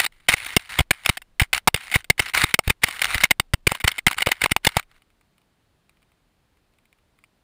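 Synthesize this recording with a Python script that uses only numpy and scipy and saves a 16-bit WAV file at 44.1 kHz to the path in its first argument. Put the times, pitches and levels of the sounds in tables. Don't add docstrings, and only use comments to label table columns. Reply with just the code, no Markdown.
import sys
import numpy as np
from scipy import signal
from scipy.fft import rfft, irfft
from scipy.io import wavfile
from scipy.ndimage import uniform_filter1d

SR = 44100
rng = np.random.default_rng(int(sys.argv[2]) if len(sys.argv) > 2 else 0)


def dump(signal):
    limited = np.clip(np.atleast_2d(signal).T, -1, 1)
    pcm = np.round(limited * 32767).astype(np.int16)
    wavfile.write(sys.argv[1], SR, pcm)


N = 327661
TIME = np.arange(N) / SR
REST_S = 4.97


def from_db(db):
    return 10 ** (np.asarray(db) / 20)


def rms_one(x):
    return x / np.sqrt(np.mean(x ** 2) + 1e-20)


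def unit_energy(x):
    return x / np.sqrt(np.sum(x ** 2) + 1e-20)


def band(x, low_hz, high_hz, order=2):
    edges_hz = [low_hz, min(high_hz, .45 * SR)]
    return signal.sosfilt(signal.butter(order, edges_hz, "band", fs=SR, output="sos"), x)


def band_noise(low_hz, high_hz, order=2):
    return rms_one(band(rng.standard_normal(N), low_hz, high_hz, order))


def resonate(x, hz, width_hz):
    r = np.exp(-np.pi * width_hz / SR)
    feedback = [1, -2 * r * np.cos(2 * np.pi * hz / SR), r * r]
    return signal.lfilter((1 - r * r) / 2 * np.array([1, 0, -1]), feedback, x + 1e-18)


def add(track, s, sound):
    at = max(round(s * SR), 0)
    track[at:at + len(sound)] += sound[:N - at]


# frequency in Hz, relative spectral density in dB.
AIR_SPECTRUM = [(15, -32), (25, -1), (118, -3.5), (181, -6.5), (501, -14), (621, -14.5), (4260, -24),
                (5880, -31), (15000, -30.5)]

def air():
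    hz, db = np.transpose(AIR_SPECTRUM)
    bins_hz = np.arange(N // 2 + 1) * SR / N
    colour = from_db(np.interp(np.log(bins_hz + 1), np.log(hz), db))
    return from_db(-67) * rms_one(irfft(rfft(rng.standard_normal(N)) * colour, N))


def buffet():
    spinning = np.interp(TIME, [REST_S - .1, REST_S + .1], [1, 0])
    return from_db(-72) * spinning * band_noise(12, 34, order=3)


def grit(per_s, spread_db, size):
    strength = from_db(spread_db * np.minimum(rng.exponential(1, size), 4))
    return (rng.random(size) < per_s / SR) * strength * rng.choice([-1, 1], size)


def pebble(force, count=6, low_hz=1900, high_hz=10500):
    modes_hz = low_hz * (high_hz / low_hz) ** rng.random(count)
    return sum(np.sqrt(low_hz / hz) * unit_energy(resonate(force, hz, width_hz=170)) for hz in modes_hz)


# frequency in Hz, bandwidth in Hz, gain in dB.
CASE_MODES = [(734, 190, -10.5), (1474, 520, -5.5), (2142, 250, 1.5), (2662, 380, -3.5), (2928, 240, -2),
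              (3745, 340, -8), (4530, 390, -12), (5310, 140, -15.5), (7143, 780, -18), (8430, 130, -10.5),
              (8920, 160, -11.5), (9846, 290, -9), (14860, 870, -10.5), (13720, 120, -17)]

def struck_case(force, scatter):
    out = 0
    for k, (hz, width_hz, db) in enumerate(CASE_MODES):
        coupling = (-1) ** k + scatter * rng.standard_normal(len(force))
        out += from_db(db) * resonate(force * coupling, hz, width_hz)
    return out


def sliding_case(force, wander_db=1.5, turn_s=.06):
    out, turns = 0, np.arange(0, TIME[-1], turn_s)
    for k, (hz, width_hz, db) in enumerate(CASE_MODES):
        swell_db = wander_db * np.interp(TIME, turns, rng.standard_normal(len(turns)))
        coupling = (-1) ** k + .35 * rng.standard_normal(N)
        out += from_db(db + swell_db) * resonate(force * coupling, hz, 1.5 * width_hz)
    return rms_one(out)


# time in seconds, relative peak level in dB.
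TOUCHES = [(4.828, -32), (5.02, -47.5), (5.211, -50), (5.381, -48), (5.8944, -41), (6.0282, -52),
           (6.786, -52), (6.855, -50), (6.928, -44.5), (7.1886, -49), (7.239, -34.5)]

def ticks(settle_s=.0036, size=1500, faint_count=8):
    out = np.zeros(N)
    faint = [(s, -55) for s in rng.uniform(REST_S, TIME[-1] - .1, faint_count)]
    for s, db in list(TOUCHES) + faint:
        force = grit(per_s=5000, spread_db=-2.5, size=size) * np.exp(-TIME[:size] / settle_s)
        force[0] += 3
        tick = struck_case(force, scatter=.32)
        tick += from_db(-2) * resonate(force, 1170, width_hz=340)
        tick += from_db(-.5) * resonate(force, 2365, width_hz=93)
        add(out, s, from_db(db + .5) * tick / np.abs(tick).max())
    return out


def crunches(count=240, size=900, fade_s=.002):
    out = np.zeros(N)
    for when, weakness in rng.random((count, 2)):
        force = grit(per_s=3700, spread_db=8.5, size=size) * np.exp(-TIME[:size] / fade_s)
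        force[0] += 2
        shell = unit_energy(struck_case(force, scatter=.37))
        stone = from_db(-9) * unit_energy(pebble(force, count=3))
        add(out, when * REST_S, from_db(-20 * weakness) * (shell + stone))
    return rms_one(out)


# time in seconds, level of the rub against the rasp in dB.
GROUND = [(0, -17), (2.2, -13), (4.2, -6)]

def stoniness_db(s):
    return np.interp(s, *np.transpose(GROUND))


# start in seconds, end in seconds, relative level in dB.
SLIDE_SPANS = [(0, 0.048, -24), (0.118, 0.248, -72.5), (0.282, 0.34, -18.5), (0.363, 0.545, -33),
               (0.593, 0.685, -51), (0.69, 0.812, -32.5), (.93, 1.154, -56), (1.402, 1.437, -26.5),
               (1.529, 1.578, -22.5), (1.752, 2.003, -38.5), (2.177, 2.303, -31), (2.335, 2.438, -18),
               (2.453, 2.516, -34), (2.635, 2.72, -55), (2.817, 3.04, -33), (3.019, 3.255, -25),
               (3.3, 3.296, -41), (3.667, 3.771, -36.5), (3.837, 3.99, -45), (4.07, 4.146, -40.5),
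               (4.165, 4.229, -25.5), (4.272, 4.408, -52), (4.42, 4.454, -24), (4.493, 4.52, -38),
               (4.632, 4.799, -45.5), (4.892, 4.984, -72.5)]

def slide_pressure(attack_s=.0034, release_s=.0054, plough_s=.007, dig_s=.014, dig_db=-16):
    steady, grounded, dig = np.zeros((3, N))
    for start, end, db in SLIDE_SPANS:
        t = TIME[:round((end - start + 10 * release_s) * SR)]
        contact = np.minimum(t / attack_s, 1) * np.exp(-np.maximum(t - (end - start), 0) / release_s)
        add(grounded, start, contact)
        add(steady, start, from_db(db) * contact)
    for s, db, *_ in HEAVY_LANDINGS + GLANCING_BLOWS:
        near = slice(*np.searchsorted(TIME, [s - 10 * plough_s, s + 10 * dig_s]))
        t = TIME[near] - s
        dig[near] += from_db(db + dig_db) * np.exp(np.minimum(t / plough_s, -t / dig_s))
    return np.hypot(steady, np.minimum(grounded, 1) * dig)


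def scrape():
    jolts = from_db(.5 * band_noise(10, 57))
    clumps = from_db(2.9 * band_noise(25, 160))
    force = grit(per_s=2800, spread_db=.5, size=N) * clumps
    stony_db = stoniness_db(TIME)
    rasp = sliding_case(force) + from_db(8 + .65 * stony_db) * crunches()
    hollow_rub = from_db(stony_db) * rms_one(resonate(rasp, 910, width_hz=1000))
    rasp = band(rms_one(rasp) + hollow_rub, 670, 16900, order=3)
    rasp = band(rasp, 200, 11300, order=1)
    rasp /= np.sqrt(uniform_filter1d(rasp ** 2, size=2400) + 1e-12)
    rumble = from_db(-22) * band_noise(26, 88)
    hum = from_db(-26.5) * rms_one(band(force, 140, 620))
    return slide_pressure() * (from_db(-1.5) * jolts * (rasp + hum) + rumble)


# time in seconds, relative knock level in dB, contact
# time in seconds, frequency of the struck panel in Hz, relative thump peak in dB.
HEAVY_LANDINGS = [(.286, -6, 0.0092, 2030, -28), (.338, -6, 0.0038, 2050, -19.5),
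                  (.565, 1, 0.0052, 2800, -2.5), (.788, -11.5, 0.0089, 3210, -15),
                  (.804, -17.5, 0.0057, 644, -10.5), (0.908, -6, 0.0057, 1790, -18.5),
                  (1.091, -11, 0.0088, 3840, -13.5), (1.416, -17, 0.0062, 2350, -8.5),
                  (1.674, -4.5, .012, 855, -16), (1.743, -12, 0.0052, 3490, -18),
                  (1.957, -10, 0.0056, 2140, -11.5), (2.1, 0, 0.0057, 2060, -6),
                  (2.194, -11.5, .01, 2570, -20), (2.438, -9, 0.006, 3710, -13.5),
                  (2.541, -2.5, 0.004, 2310, -24.5), (2.590, -6, 0.003, 816, -26),
                  (2.677, -19, 0.0038, 1740, -13), (2.698, -11, 0.0092, 2350, -15.5),
                  (2.838, -2.5, 0.0056, 1990, -14.5), (3.152, -23, .007, 2100, -20.5),
                  (3.236, -1, 0.0086, 2210, -26), (3.308, -5.5, 0.0085, 1970, -22),
                  (3.398, -6, 0.0021, 3636, -19), (3.536, -15.5, 0.0071, 2690, -9.5),
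                  (3.669, -6, 0.0071, 2280, -9.5), (3.719, -10.5, 0.00057, 520, -26),
                  (3.841, -18, 0.011, 2000, -13), (4.066, -3, 0.0076, 2390, -12),
                  (4.269, -11, 0.0038, 490, -18), (4.438, -11, 0.0063, 1910, -26.5),
                  (4.459, -10, 0.0025, 790, -35), (4.517, -9.5, 0.0045, 2090, -17.5),
                  (4.564, -6, 0.0016, 860, -29), (4.668, -4, 0.0063, 3485, -12),
                  (4.768, -5.5, 0.0028, 673, -11.5)]

def thumps(firm_hz=156, db_per_octave=17, release_stretch=1.315):
    out = np.zeros(N)
    for s, knock_db, contact_s, _, db in HEAVY_LANDINGS:
        hz = firm_hz * 2 ** (knock_db / db_per_octave)
        phase = 2 * np.pi * hz * (TIME[:round(3 * SR / hz)] - 1 / hz)
        touch = np.clip(phase + 2.6, 0, 1)
        phase = np.where(phase > 0, phase / release_stretch, phase)
        swing = touch * phase * np.exp((1 - phase ** 2) / 2)
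        deepest_squeeze_s = s + .76 * contact_s
        add(out, deepest_squeeze_s - 1 / hz, from_db(db) * swing)
    return out


def knock(db, contact_s, hollow_db, panel_hz, release_s=.0012, chatter_s=.005, size=2600):
    t = TIME[:size]
    since_release = np.maximum(t - .81 * contact_s, 0)
    chatter = from_db(-30) * np.exp(-since_release / chatter_s)
    pressure = np.exp(-.3 * np.minimum(t / contact_s, 1)) * (np.exp(-since_release / release_s) + chatter)
    force = grit(per_s=9000, spread_db=3.5, size=size) * pressure
    force[0] += 2
    shell = unit_energy(struck_case(force, scatter=.4))
    panel = from_db(-4.5) * unit_energy(resonate(force, panel_hz, width_hz=230))
    stone = from_db(-24.5) * unit_energy(pebble(force))
    low_ring = resonate(force, 780, width_hz=470) + 1.4 * band(force, 158, 704)
    hollow = from_db(hollow_db - 13.5) * unit_energy(low_ring)
    energy = (contact_s + .0011) * SR
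    return from_db(db) * np.sqrt(energy) * unit_energy(shell + panel + stone + hollow)


# time in seconds, relative level in dB,
# contact time in seconds, frequency of the struck panel in Hz.
GLANCING_BLOWS = [(0, -10, 0.0045, 2240), (.05, -16, 0.0016, 3600), (0.063, -17, 0.0034, 3980),
                  (.463, -25.5, 0.0055, 1710), (1.061, -5.5, 0.001, 2400), (1.171, -26, 0.0077, 2520),
                  (1.218, -39.5, 0.0056, 2780), (1.397, -11, .008, 2180), (1.53, -12, 0.0082, 2310),
                  (1.761, -24, 0.0036, 2330), (1.915, -26, 0.021, 2350), (1.94, -16, 0.022, 2070),
                  (2.044, -36.5, 0.0036, 2360), (2.375, -10.5, 0.002, 2126), (2.884, -24.5, .007, 910),
                  (3.017, -13.5, 0.0073, 1720), (3.043, -10.5, 0.00054, 3460), (3.145, -13, 0.0025, 2080),
                  (3.751, -25.5, 0.0034, 1050), (3.801, -32, 0.02, 2200), (3.878, -3, 0.0029, 3050),
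                  (3.916, -24, 0.0046, 3200), (3.982, -22, 0.012, 2200), (4.081, -11.5, 0.0016, 2100),
                  (4.111, -21, 0.0055, 1000), (4.129, -23.5, 0.0028, 1530), (4.205, -20, 0.0048, 2130),
                  (4.22, -15, 0.007, 2930), (4.261, -18.5, 0.0047, 2470), (4.287, -22, 0.0052, 551),
                  (4.316, -9.5, 0.0057, 2010), (4.416, -14, .005, 2150), (4.648, -14.5, 0.0057, 1720),
                  (4.796, -18, 0.00033, 1210)]

def knocks():
    landings = [(s, db, contact_s, panel_hz, 6.5 + .25 * (thump_db - db))
                for s, db, contact_s, panel_hz, thump_db in HEAVY_LANDINGS]
    glances = [(*row, -7) for row in GLANCING_BLOWS]
    out = np.zeros(N)
    for s, db, contact_s, panel_hz, hollow_db in landings + glances:
        ground_db = .25 * (stoniness_db(s) + 9)
        add(out, s, knock(db, contact_s, hollow_db + ground_db, panel_hz))
    return out


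def scene():
    tumble = knocks() + thumps() + scrape() + buffet()
    return (from_db(12) * tumble + ticks() + air())[None]


def gain_control(x, threshold_db=-56, range_db=13, fall_db_per_s=130):
    level_db = 10 * np.log10(np.maximum(uniform_filter1d(x ** 2, size=300), 1e-12))
    fall_db = fall_db_per_s * TIME
    held_db = np.maximum.accumulate(level_db + fall_db) - fall_db
    cut_db = np.clip((held_db - threshold_db) / 2, 0, range_db)
    return x * from_db(-uniform_filter1d(cut_db, size=100))


def overload(x, ceiling=.55, hardness=8):
    return x / (1 + np.abs(x / ceiling) ** hardness) ** (1 / hardness)


def record(dry, notch_hz=(11100, 13000), cutoff_hz=15200):
    flattened = overload(gain_control(dry))
    notch = signal.butter(2, notch_hz, "bandstop", fs=SR, output="sos")
    limited = overload(1.011 * signal.sosfilt(notch, flattened))
    low_pass = signal.firwin(65, cutoff_hz, fs=SR, window="blackman")
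    return signal.fftconvolve(limited, low_pass[None], "same")


dry = scene()
out = record(dry)
dump(out)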